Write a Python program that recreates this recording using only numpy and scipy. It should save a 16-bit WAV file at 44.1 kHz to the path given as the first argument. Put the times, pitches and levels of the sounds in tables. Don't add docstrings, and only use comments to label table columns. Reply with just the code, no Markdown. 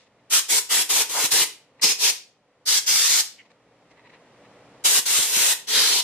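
import sys
import numpy as np
from scipy import signal
from scipy.fft import rfft, irfft, next_fast_len
from scipy.io import wavfile
from scipy.ndimage import uniform_filter1d, map_coordinates

SR = 44100
rng = np.random.default_rng(int(sys.argv[2]) if len(sys.argv) > 2 else 0)


def wrap_up_sound(samples):
    columns = np.atleast_2d(samples).T
    tamed = np.clip(columns, -1, 1)
    steps = np.round(tamed * 32767).astype(np.int16)
    wavfile.write(sys.argv[1], SR, steps)


N = 265923
TIME = np.arange(N) / SR

# frequency in Hz, relative density in dB per Hz.
AIR_SPECTRUM = [(15, -46.5), (25, -18), (54, -10.5), (86, -12.5), (125, -1.5), (176, -2.5), (286, -1.5),
                (344, -5), (488, 2), (1630, -12), (1860, -10), (2020, -11), (9270, -27.5), (15000, -46)]
# frequency in Hz, relative rms level in dB.
HUM_PARTIALS = [(118.4, -66.5), (290.7, -64), (495.3, -66.5)]
# frequency in Hz, left-right correlation from -1 to 1.
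AIR_LIKENESS = [(40, .6), (150, 1), (600, 0.98), (2000, 0.83), (4000, -.1), (8000, -.45), (13000, -.8)]
# centre in seconds, # half-length in seconds (to e^-2), shell level in dB, scuff level in dB relative
FINGER_RUBS = [(.01, 0.06, -57.5, 8.5), (0.072, 0.0098, -54, -5), (0.195, .014, -57, -18),
               (1.813, 0.039, -45, -17.5), (3.46, 0.013, -50, -7), (3.511, .014, -48, -4),
               (3.915, 0.02, -53.5, -3), (3.988, .04, -53, -20), (4.064, 0.027, -47, -17),
               (4.1, 0.0078, -45, -11.5), (4.144, 0.031, -47.5, -13.5), (4.454, 0.013, -53, -25)]
# frequency in Hz, nominal width in Hz, relative level in dB.
SHELL_MODES = [(945, 140, -2), (1160, 90, -9), (1950, 330, -0.5), (2600, 450, -7.5), (3940, 220, -9)]
# frequency in Hz, relative density in dB per Hz.
SCUFF_SPECTRUM = [(500, -14.5), (2000, 1), (4000, 5), (7000, -2.5), (10000, -15.5), (14000, -40)]
# frequency in Hz, nominal width in Hz, relative level in dB.
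SQUEAK_MODES = [(2090, 320, 2), (2910, 400, -6)]
# frequency in Hz, time to fall 60 dB in seconds.
ROOM_T60 = [(200, 0.36), (800, 0.31), (2500, 0.35), (6000, 0.3), (13000, 0.22)]
# opening start in seconds, closing in seconds, opening time in seconds,
# mid-pull level in dB, level rise over the pull in dB, recess frequency in Hz,
# recess level in dB relative to the hiss, hollow level in dB relative to the hiss.
TRIGGER_PULLS = [(.297, 0.392, 0.068, -2.5, 2, 6250, -3, -25.5),
                 (0.481, 0.589, 0.025, -3.5, 1.5, 7260, -2.5, -19.5),
                 (0.687, 0.823, 0.038, -5, -2.5, 6600, -11, -22),
                 (0.887, 1.022, .015, -6.5, 0, 6050, -9.5, -20),
                 (1.086, 1.26, 0.013, -13.5, 7, 6900, -7, -17), (1.303, 1.434, 0.019, -8, 4, 5525, -7, -19),
                 (1.812, 1.922, 0.035, -3.5, -2.5, 5500, 5.5, -14.5),
                 (1.977, 2.102, 0.069, -3, 0, 5170, 1.5, -19.5),
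                 (2.653, 2.785, 0.033, -7, 0.5, 5370, 2.5, -26.5),
                 (2.857, 3.208, .023, -8, 1, 5470, 1, -28.5), (4.838, 4.992, 0.017, -11, 6, 6940, -4, -25),
                 (5.051, 5.527, 0.015, -9, -1.5, 7300, -6.5, -25),
                 (5.668, 6.004, 0.039, -8, -3, 4270, 1.5, -18)]
# frequency in Hz, relative density in dB per Hz.
JET_SPECTRUM = [(30, -40.5), (120, -30), (260, -23), (450, -14), (650, -14.5), (1000, -10.5), (1500, -7.5),
                (2300, -3), (3500, 0.5), (5000, -1), (8000, 0.5), (11000, -3), (14000, -6), (15500, -20.5)]
# frequency in Hz, left-right correlation from -1 to 1.
JET_LIKENESS = [(40, .5), (200, 0.92), (900, 0.94), (2000, .7), (3200, 0.29), (5000, -0.12), (8000, -0.37),
                (14000, -0.4)]
# frequency in Hz, width in Hz, relative level in dB.
HOLLOW_MODES = [(429, 86, 0), (766, 45, -1), (966, 130, -1.5)]
# centre in seconds, half-length in seconds (to e^-2),
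# level change in dB.
TRIGGER_EASES = [(5.29, 0.077, -7.5), (5.714, 0.073, -8)]
# centre in seconds, level in dB.
STRONG_PUFFS = [(1.246, -28), (1.421, -33), (1.853, -34.5), (4.993, -28.5), (5.197, -26.5), (5.373, -29.5)]
# frequency in Hz, relative density in dB per Hz.
PUFF_SPECTRUM = [(20, -15), (70, -10), (200, 0.5), (400, 1), (900, -22.5), (3000, -62)]
# centre in seconds, half-length in seconds (to e^-2), frequency in Hz, nominal width in Hz,
# level in dB.
NARROW_BANDS = [(1.174, 0.041, 920, 650, -18), (1.889, 0.15, 2500, 800, -15.5),
                (2.056, 0.061, 2600, 800, -13.5), (3.06, 0.028, 5770, 450, -14),
                (3.104, 0.024, 6830, 184, -16), (3.162, 0.047, 6750, 238, -15),
                (4.92, 0.07, 8000, 370, -25), (5.802, 0.083, 1780, 1110, -23)]


def amp(db):
    return 10 ** (np.asarray(db) / 20)


def unit(x):
    return x / np.sqrt(np.mean(x ** 2) + 1e-20)


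def along(points, hz):
    point_hz, values = np.transpose(points)
    return np.interp(np.log(hz + 1), np.log(point_hz), values)


def wobble(knots_per_s):
    knots = rng.standard_normal(int(N * knots_per_s / SR) + 4)
    return map_coordinates(knots, [TIME * knots_per_s])


def noise(n=N):
    return rng.standard_normal((2, n))


def filtered(x, response):
    n = x.shape[-1]
    padded_n = next_fast_len(n + SR // 8)
    spectrum = rfft(x, padded_n) * response(np.fft.rfftfreq(padded_n, 1 / SR))
    return irfft(spectrum, padded_n)[..., :n]


def spectrum_gain(points):
    return lambda f: amp(along(points, f))


def resonances(modes, f):
    return sum((-1) ** k * amp(db) * 1j * f * width / (hz * hz - f * f + 1j * f * width)
               for k, (hz, width, db) in enumerate(modes))


def band(hz, width_hz):
    return lambda f: resonances([(hz, 1.24 * width_hz, 0)], f) ** 2


def bands(modes):
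    return lambda f: sum(amp(db) * np.abs(band(hz, width)(f)) for hz, width, db in modes)


def stereo(pair, colour, likeness):
    def mid_side_gain(f):
        angle = np.arccos(np.clip(along(likeness, f), -1, 1)) / 2
        return colour(f) * np.array([np.cos(angle), np.sin(angle)])

    mid, side = filtered(pair, mid_side_gain)
    return unit(np.array([mid + side, mid - side]))


def swell(centre_s, half_length_s):
    return np.exp(-2 * np.minimum(((TIME - centre_s) / half_length_s) ** 2, 20))


def burst(centre_s, half_length_s, colour, likeness):
    out = np.zeros((2, N + SR))
    start = round(max(centre_s - .25, 0) * SR)
    out[:, start:start + SR // 2] = stereo(noise(SR // 2), colour, likeness)
    return swell(centre_s, half_length_s) * out[:, :N]


def workshop(air_db=-52.5, hum_db=-2):
    air = stereo(noise(), spectrum_gain(AIR_SPECTRUM), AIR_LIKENESS)
    hum = sum(amp(db) * np.sqrt(2) * np.sin(2 * np.pi * hz * TIME + 0.42 * wobble(3.8))
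              for hz, db in HUM_PARTIALS)
    return amp(air_db) * air + amp(hum_db) * hum


def handling(grain_db=2.5, squeak_db=-34.5):
    ring_level = sum(amp(db) * swell(s, half_s) for s, half_s, db, _ in FINGER_RUBS)
    rings = ring_level * stereo(noise(), bands(SHELL_MODES), AIR_LIKENESS)
    scuff_level = sum(amp(db + scuff_db) * swell(s, half_s) for s, half_s, db, scuff_db in FINGER_RUBS)
    scuffs = scuff_level * stereo(noise(), spectrum_gain(SCUFF_SPECTRUM), AIR_LIKENESS)
    squeak = amp(squeak_db) * burst(3.401, 0.021, bands(SQUEAK_MODES), AIR_LIKENESS)
    grain = unit(amp(grain_db * wobble(400)))
    return (rings + scuffs + squeak) * grain


def room(x, delay_s=.006):
    hz, t_s, cells = signal.stft(noise(SR // 2), SR, nperseg=256)
    decay = amp(-60 * t_s / along(ROOM_T60, hz)[:, None])
    tail = signal.istft(cells * decay, SR, nperseg=256)[1]
    tail = stereo(tail, np.ones_like, AIR_LIKENESS) / np.sqrt(tail.shape[1])
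    delayed = np.pad(x, ((0, 0), (round(delay_s * SR), 0)))
    return signal.fftconvolve(delayed, tail, axes=1)[:, :N]


def valve(t_s, held_s, opening_s, shut_s=0.0095):
    opened = np.clip(t_s / opening_s, 0, 1) ** 1.25
    return opened * np.exp(-np.maximum(t_s - held_s, 0) / shut_s)


def rippled(n, ripple_db):
    cells = signal.stft(noise(n), nperseg=512)[2]
    field = uniform_filter1d(rng.standard_normal(cells.shape), size=3, axis=1)
    field = uniform_filter1d(field, size=18, axis=2)
    return signal.istft(cells * amp(ripple_db * unit(field)), nperseg=512)[1][:, :n]


def blasts():
    out = np.zeros((2, N + SR))
    t_s = np.arange(SR // 2 + SR // 8) / SR
    n = len(t_s)
    for start_s, stop_s, opening_s, db, rise_db, recess_hz, recess_db, hollow_db in TRIGGER_PULLS:
        held_s = stop_s - start_s
        hiss = stereo(rippled(n, ripple_db=2.5), spectrum_gain(JET_SPECTRUM), JET_LIKENESS)
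        recess = stereo(rippled(n, ripple_db=3.5), band(recess_hz, 0.62 * recess_hz), JET_LIKENESS)
        hollow = stereo(noise(n), lambda f: resonances(HOLLOW_MODES, f), JET_LIKENESS)
        jet = unit(hiss + amp(recess_db) * recess + amp(hollow_db) * hollow)
        pressure_db = db + rise_db * (np.minimum(t_s / held_s, 1) - .5)
        start = round(start_s * SR)
        out[:, start:start + n] += amp(pressure_db) * valve(t_s, held_s, opening_s) * jet
    sputter_db = .6 * wobble(14) + .55 * wobble(35) + .45 * wobble(160)
    ease_db = sum(db * swell(s, half_s) for s, half_s, db in TRIGGER_EASES)
    return out[:, :N] * amp(ease_db + sputter_db)


def puffs(half_length_s=0.0091, stray_db=-21.5, stray_swing_db=7.5, stray_knots_per_s=39):
    strong = sum(amp(db) * swell(s, half_length_s) for s, db in STRONG_PUFFS)
    deflected = sum(amp(db + hollow_db) * valve(TIME - start_s, stop_s - start_s, opening_s)
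                    for start_s, stop_s, opening_s, db, *_, hollow_db in TRIGGER_PULLS)
    stray = deflected * amp(stray_db + stray_swing_db * wobble(stray_knots_per_s))
    return (strong + stray) * stereo(noise(), spectrum_gain(PUFF_SPECTRUM), AIR_LIKENESS)


def flowing():
    return sum(valve(TIME - start_s, stop_s - start_s, opening_s)
               for start_s, stop_s, opening_s, *_ in TRIGGER_PULLS)


def narrow_bands():
    swells = sum(amp(db) * burst(s, half_s, band(hz, width_hz), JET_LIKENESS)
                 for s, half_s, hz, width_hz, db in NARROW_BANDS)
    return flowing() * swells


def scene(room_db=-9.0, handling_room_db=-14):
    hand = handling()
    jet = (blasts() + narrow_bands()) * amp([[.35], [-.35]])
    reflections = room(amp(room_db) * jet + amp(handling_room_db) * hand)
    return jet + hand + reflections + puffs() + workshop()


def gain_control(x, limit_db=-17.0, attack_s=0.017, release_db_per_s=9, start_cut_db=11):
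    k = np.exp(-1 / (attack_s * SR))
    power = signal.lfilter([1 - k], [1, -k], np.mean(x ** 2, axis=0))
    excess_db = np.maximum(10 * np.log10(power + 1e-12) - limit_db, 0)
    released_db = release_db_per_s * TIME
    held_db = np.maximum(np.maximum.accumulate(excess_db + released_db), start_cut_db)
    return x * amp(released_db - held_db)


def record(dry, top_hz=15400):
    return filtered(gain_control(dry), lambda f: 1 / (1 + (f / top_hz) ** 160))


dry = scene()
out = record(dry)
wrap_up_sound(out)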